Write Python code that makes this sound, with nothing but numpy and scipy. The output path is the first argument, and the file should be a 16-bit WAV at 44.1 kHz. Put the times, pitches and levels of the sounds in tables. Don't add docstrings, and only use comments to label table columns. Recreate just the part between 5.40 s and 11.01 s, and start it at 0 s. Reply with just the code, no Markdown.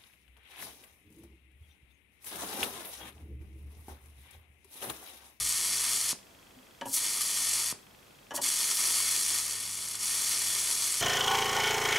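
import sys
import numpy as np
from scipy import signal
from scipy.fft import rfft, irfft, next_fast_len
from scipy.io import wavfile
from scipy.ndimage import uniform_filter1d

SR = 44100
rng = np.random.default_rng(int(sys.argv[2]) if len(sys.argv) > 2 else 0)


def inscribe(sig):
    pcm = np.round(np.clip(np.atleast_2d(sig).T, -1, 1) * 32767)
    wavfile.write(sys.argv[1], SR, pcm.astype(np.int16))


def voltage_ratio(level):
    return 10 ** (np.asarray(level, float) / 20)


N = 247401
TIME = np.arange(N) / SR
MAINS_HZ = 50
MAINS_TURN = 2 * np.pi * MAINS_HZ * TIME
PAD = next_fast_len(N + SR)
HZ = np.maximum(np.arange(PAD // 2 + 1) * SR / PAD, 1)


def rms_one(x):
    return x / np.sqrt(np.mean(x ** 2) + 1e-20)


def in_time(rows):
    s, *columns = np.transpose(rows)
    return [np.interp(TIME, s, column) for column in columns]


def at_hz(points):
    hz, values = np.array(points)[:, 0], np.array(points)[:, 1]
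    return np.interp(np.log(HZ), np.log(hz), values)


def shaped(x, response):
    return irfft(rfft(x, PAD) * response, PAD)[..., :N]


def butter(x, hz, kind, order=2):
    return signal.sosfilt(signal.butter(order, hz, kind, fs=SR, output="sos"), x)


def drift(rate_hz):
    r = np.exp(-2 * np.pi * rate_hz / SR)
    noise = rng.standard_normal(N + SR)
    return rms_one(signal.lfilter([1], [1, -2 * r, r * r], noise)[SR:])


def clicks(times, gains):
    out = np.zeros(N)
    places = np.round(np.asarray(times) * SR).astype(int)
    np.add.at(out, np.clip(places, 0, N - 1), gains)
    return out


def ring(x, hz, t60):
    r, w = np.exp(-np.log(1000) / (t60 * SR)), 2 * np.pi * hz / SR
    return signal.lfilter([0, np.sin(w)], [1, -2 * r * np.cos(w), r * r], x + 1e-18)


def step(s, width_s):
    return .5 + .5 * np.tanh((TIME - s) / width_s)


# from in seconds, to in seconds.
BURNS = [
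    (-1, .7295),
    (1.452, 2.3262),
    (2.936, 9),
]
# time in seconds, strength in dB.
STRIKES = [
    [(1.45, -65), (1.458, -50), (1.518, -41.5), (1.542, -26.5), (1.56, -29), (1.572, -29), (1.6, -32.5)],
    [(2.93, -62), (2.953, -33), (2.964, -33.5), (2.978, -38.5), (2.985, -53), (3.007, -72), (3.017, -32),
     (3.06, -29.5), (3.08, -30.5)],
]
# time in seconds, strength in dB.
HOLDS = [
    [(0, -31.5), (.5, -30.5), (.72, -32), (.73, -40)],
    [(1.8, -32), (2.18, -30.5), (2.316, -33), (2.326, -42)],
    [(3.5, -29.5), (3.98, -30.5), (4.03, -33.5), (4.26, -38), (4.54, -37.5), (4.64, -31.5), (4.74, -31),
     (5.61, -31)],
]
# time in seconds, change in dB, half length in seconds, thinning in dB.
JUMPS = [
    (0.09, 3, 0.016, 4),
    (1.819, 5, 0.014, 3),
    (3.336, -2.5, 0.011, -2),
    (3.356, -2.5, 0.023, 9),
    (3.465, 1.5, 0.024, 1),
    (4.547, -3.5, 0.0085, -11),
    (4.586, -6, 0.041, -1),
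    (5.565, -3.5, 0.02, -1),
]
# drawn out at in seconds, loss of body in dB, extra top in dB.
YOUNG = [
    (1.566, -12, 9),
    (3.03, -9, 8),
]
BODY_DB, TOP_DB = 1.5, -4
DRAW_OUT_S, TOP_SETTLES_S = .006, .039


def arc_controls():
    held_db, = in_time(sorted(row for span in STRIKES + HOLDS for row in span))
    jump_db, thin_db = np.zeros(N), np.zeros(N)
    for s, change_db, half_s, thinning_db in JUMPS:
        bump = np.clip(1 - abs(TIME - s) / half_s, 0, 1)
        jump_db += change_db * bump
        thin_db += thinning_db * bump
    body_db = BODY_DB - thin_db + .8 * drift(9.7)
    top_db = TOP_DB + thin_db + .5 * drift(4.8)
    for (lit_s, _), (drawn_s, loss_db, extra_db) in zip(BURNS[1:], YOUNG):
        struck = TIME > lit_s - .1
        body_db += loss_db * struck * (1 - step(drawn_s, DRAW_OUT_S))
        top_db += extra_db * struck * (1 - step(drawn_s, TOP_SETTLES_S))
    return held_db + jump_db, body_db, top_db


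# frequency in Hz, density in dB per Hz.
SIZZLE = [(50, -42), (150, -26.5), (280, -19), (400, -12.5), (500, -19), (700, -15.5), (1100, -17),
          (2000, -9), (3500, -7), (5000, -1.3), (6500, -2.5), (8000, -1), (10500, 0.13), (13000, -9),
          (15600, -15)]
# centre in Hz, width in Hz, boost in dB.
CASINGS = [(1260, 210, 4.5), (1830, 22, 8), (2140, 36, 4), (3280, 32, -2), (3414, 38, 4), (9030, 220, 2)]


def sizzle():
    level_db, body_db, top_db = arc_controls()
    sizes = voltage_ratio(3.23 * np.minimum(rng.exponential(1, N), 5)) * rng.choice([-1, 1], N)
    discharges = sizes * (rng.random(N) < 9000 / SR)
    hiss = 1.09 * voltage_ratio(0.29 * np.clip(level_db + 28.5, -9, 3))
    sparks = discharges + hiss * rng.standard_normal(N)
    flicker_db = .8 * np.cos(2 * MAINS_TURN - 2.1) + 0.48 * drift(47) + 1.8 * drift(410)

    colour_db = at_hz(SIZZLE)
    for hz, width, boost_db in CASINGS:
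        colour_db = colour_db + boost_db / (1 + (2 * (HZ - hz) / width) ** 2)
    below_2700 = 1 / (1 + (HZ / 2700) ** 6)
    below_5000 = 1 / (1 + (HZ / 5000) ** 6)
    above_11500 = 1 / (1 + (11500 / HZ) ** 12)
    ranges = np.array([below_2700, below_5000 - below_2700, 1 - below_5000 - above_11500, above_11500])
    bands = shaped(sparks * voltage_ratio(flicker_db), voltage_ratio(colour_db) * ranges)
    low, lower_middle, middle, top = rms_one(bands) / np.sqrt(3.6)
    raw = middle + voltage_ratio(0.41 * (body_db - BODY_DB)) * lower_middle + voltage_ratio(body_db) * low + voltage_ratio(top_db) * top

    lit = sum((TIME > a) & (TIME < b) for a, b in BURNS)
    gate = uniform_filter1d(lit * 1., size=40)
    return voltage_ratio(level_db - 1.74 - 0.16 * np.clip(level_db + 33.5, -9, 3)) * gate * raw


# time in seconds, peak in dB.
SNAPS = [(.0258, -70), (.6494, -24), (.6914, -8), (.6936, -18), (.7158, -23), (1.5425, -17), (1.55, -20),
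         (3.0408, -10), (3.0465, -12), (3.9862, -6), (4.354, -24), (4.426, -18), (4.485, -17), (4.536, -19),
         (4.545, -21), (4.554, -12.5), (4.608, -17), (4.657, -12), (4.6954, -15), (4.9217, -11),
         (5.2739, -9), (5.442, -8), (5.4879, -24)]


def snaps():
    s, db = np.transpose(SNAPS)
    pulses = signal.lfilter([1, -1], [1, -.4, .3], clicks(s, voltage_ratio(db + 4)))
    return butter(pulses, 9300, "low", order=3)


# time in seconds, peak in dB.
POPS = [
    (0.73, -24.5),
    (2.3261, -25),
]


def pops():
    s, db = np.transpose(POPS)
    suction = -ring(clicks(s - .0003, voltage_ratio(db)), 1000, 0.0022)
    rebound = ring(clicks(s, voltage_ratio(db - 17.5)), 190, 0.018) + ring(clicks(s, voltage_ratio(db - 9)), 290, 0.012)
    return butter(suction + rebound, 90, "high")


# delay in milliseconds, signed reflection as a ratio.
ECHOES = [(0.323, 0.052), (0.395, -0.055), (0.577, -0.116), (0.601, 0.092), (0.701, 0.119), (0.747, -0.093),
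          (0.902, 0.319), (1.033, 0.065), (1.12, -0.077), (1.143, 0.11), (1.362, -0.079), (1.685, 0.048),
          (1.723, 0.057), (1.801, 0.04), (2.004, 0.043), (2.199, -0.097), (2.214, 0.134), (2.288, -0.081),
          (2.436, -0.035), (2.495, -0.044), (2.65, -0.065), (2.71, 0.097), (2.796, -0.084), (2.862, 0.053),
          (2.947, -0.036), (3.101, -0.044), (3.17, 0.064), (3.572, -0.033), (4.76, -0.036), (5.662, -0.031)]


def bench_top(x):
    echoes = sum(g * np.exp(-2j * np.pi * HZ * ms / 1000) for ms, g in ECHOES)
    return shaped(x, 1 + 1.16 * echoes)


HUM_DB, HUM_IDLE_DB = -62.5, -84
OVERTONE_DB, OVERTONE_IDLE_DB = -70.5, -82
HUM_LIT_S, HUM_LEAD_S = -.45, .06
HUM_SWELL_S, HUM_DIES_S = .2, .039


def hum():
    load = 0
    starts = [HUM_LIT_S] + [row[0] - HUM_LEAD_S for row in YOUNG]
    for start_s, (_, out_s) in zip(starts, BURNS):
        swell = 1 - np.exp(-np.clip(TIME - start_s, 0, None) / HUM_SWELL_S)
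        load = load + swell * np.exp(-np.clip(TIME - out_s, 0, None) / HUM_DIES_S)
    first = (voltage_ratio(HUM_IDLE_DB) + voltage_ratio(HUM_DB) * load ** 1.5) * voltage_ratio(1.3 * drift(5.0))
    second = (voltage_ratio(OVERTONE_IDLE_DB) + voltage_ratio(OVERTONE_DB) * load ** 0.58) * voltage_ratio(1.45 * drift(12))
    return np.sqrt(2) * (first * np.sin(2 * MAINS_TURN) + second * np.sin(4 * MAINS_TURN))


# frequency in Hz, level in dB, t60 in seconds, lag in seconds,
# change on a weak step in dB.
TICK = [(2660, -49, 0.011, 0.0009, -5), (2860, -50, 0.0083, .0008, -15), (3300, -56, 0.027, 0.0025, 0.5)]
TICK_FIRST_S, TICK_PERIOD_S = .0274, .04
TICK_LEAN_DB = 2.5


def camera_motor():
    s = np.arange(TICK_FIRST_S, N / SR, TICK_PERIOD_S)
    weak = np.arange(len(s)) % 2 == 0
    ticks = np.zeros(N)
    for hz, db, t60, lag_s, weak_db in TICK:
        chance_db = 1.2 * rng.normal(0, 1, len(s))
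        ticks += ring(clicks(s + lag_s, voltage_ratio(db + weak * weak_db + chance_db)), hz, t60)
    return ticks * voltage_ratio(np.array([[TICK_LEAN_DB], [-TICK_LEAN_DB]]))


# time in seconds,
# level in dB, frequency in Hz, t60 in seconds.
THUMPS = [
    (0, -56, 57.3, 0.47),
    (0, -55, 123, 0.21),
    (1.161, -57.5, 254, 0.17),
    (1.455, -54, 120, 0.13),
    (2.976, -57.5, 120, .15),
]


def thumps():
    out = np.zeros(N)
    for s, db, hz, t60 in THUMPS:
        out += ring(ring(clicks([s], voltage_ratio(db)), hz, t60), hz, 0.09) * 500 / SR
    return out


# frequency in Hz, density in dB per Hz.
FLOOR = [(15, -32.5), (30, 0), (60, -0.5), (133, 2.5), (250, 1), (600, 0), (1000, -3), (1800, -5.5),
         (3600, -9.5), (8000, -14), (14700, -17), (16000, -19)]
# frequency in Hz, likeness from 0 to 1.
FLOOR_LIKENESS = [(70, 1), (180, 0.77), (550, 0.073), (1650, 0.044), (4970, 0.58), (10000, 0.99)]


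def floor():
    alike = np.clip(at_hz(FLOOR_LIKENESS), 0, 1)
    noise = rng.standard_normal((2, N))
    mid, side = shaped(noise, voltage_ratio(at_hz(FLOOR)) * np.sqrt([1 + alike, 1 - alike]))
    return voltage_ratio(-57.25) * rms_one(np.array([mid + side, mid - side]))


# time in seconds, blow in dB, ring of the tip in relative dB, contact cutoff in Hz,
# tilt of the modes in dB per octave.
KNOCKS = [(1.412, -36.5, 5.5, 6000, 5), (1.418, -41.5, -4, 2000, -2), (1.456, -41, 2, 1500, -4.5),
          (1.465, -42, -9, 1400, -1), (1.486, -48, -19, 600, -6), (2.908, -38.5, 4.5, 6000, 6),
          (2.916, -38, 0, 2000, 3), (2.939, -37, -19, 1500, -3), (2.97, -44.5, -6, 2500, 12),
          (2.978, -40.5, 6.5, 2500, -1), (2.989, -41, -6, 2000, -6), (3.007, -46, -3, 1200, -5.5)]
# frequency in Hz, level in dB, t60 in seconds.
TUBE = [(273, -10, 0.13), (383, -13, 0.049), (566, -2.5, 0.061), (690, -7, 0.035), (860, -2.5, 0.037),
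        (952, -0.5, 0.038), (1120, -2, 0.019), (1330, -11.5, 0.03), (1470, -16.5, 0.038),
        (1690, -7.5, 0.05), (1880, -10, .03), (2400, -26, .03)]
# frequency in Hz, level in dB, t60 in seconds.
TIP = [(2980, -2.5, 0.024), (3300, -16, 0.03), (5730, -16, .025), (5830, -16, 0.025), (6900, -20, .018)]


def knocks():
    out, t = np.zeros(N), TIME[:SR // 2]
    for s, db, tip_db, cut_hz, tilt_db in KNOCKS:
        blow = voltage_ratio(db) * (t == 0)
        touches = rng.choice([-1, 1], len(t)) * (rng.random(len(t)) < 1600 / SR)
        chatter = voltage_ratio(db + 0.5) * touches * np.exp(-t / 0.01)
        soft = butter(blow + chatter, cut_hz, "low", order=1)
        body, tip = np.zeros(len(t)), np.zeros(len(t))
        for hz, mode_db, t60 in TUBE:
            strength = voltage_ratio(mode_db - 6.5 + tilt_db * np.log2(hz / 800)) * rng.choice([-1, 1])
            body += strength * ring(soft, hz, t60)
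        for hz, mode_db, t60 in TIP:
            strength = voltage_ratio(mode_db + tip_db - 1 + rng.normal(0, 0.89))
            tip += strength * ring(blow + 0.23 * chatter, hz, t60)
        crack = voltage_ratio(db + tip_db - 6.0) * rng.standard_normal(len(t)) * np.exp(-t / 0.0057)
        at = round(s * SR)
        out[at:at + len(t)] += body + tip + butter(crack, 6000, "low")
    return butter(out, 150, "high")


# frequency in Hz, side against mid in dB.
ARC_SIDE = [(60, -30), (150, -21), (380, -18), (950, -11), (2380, -17), (5980, -11), (9000, -13),
            (15000, -11)]
ROOM_T60_S, ROOM_DB = 0.33, -12


def room(x):
    t = TIME[:SR // 2]
    tails = rng.standard_normal((2, len(t))) * voltage_ratio(-60 * t / ROOM_T60_S) * (t > .004)
    tails = tails * np.exp(-t / 0.028) + butter(tails, 6100, "low", order=1)
    energy = np.sum(tails ** 2, axis=1, keepdims=True)
    mid, side = rfft(tails / np.sqrt(energy), PAD)
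    return shaped(x, np.array([voltage_ratio(ROOM_DB) * mid, voltage_ratio(at_hz(ARC_SIDE) - 3.0) * side]))


# frequency in Hz, left against right in dB.
ARC_BALANCE = [(150, 0), (380, .1), (950, 1.4), (2380, .6), (5980, 1.2), (9000, 1), (15000, .6)]


def scene():
    arc = sizzle() + snaps() + pops()
    tubes = knocks()
    wet, side = room(arc + tubes)
    lean_db = at_hz(ARC_BALANCE) / 2
    direct = shaped(bench_top(arc) + tubes, voltage_ratio(np.array([lean_db, -lean_db])))
    bench = direct + wet + side * [[1], [-1]]
    return bench + hum() + camera_motor() + thumps() + floor()


def band_limit(x):
    return signal.sosfilt(signal.butter(12, 15700, fs=SR, output="sos"), x)


def record(dry):
    top_cut = signal.ellip(10, .2, 70, 15700, fs=SR, output="sos")
    mix = signal.sosfilt(top_cut, dry)
    return band_limit(mix)


dry = scene()
out = record(dry)
inscribe(out)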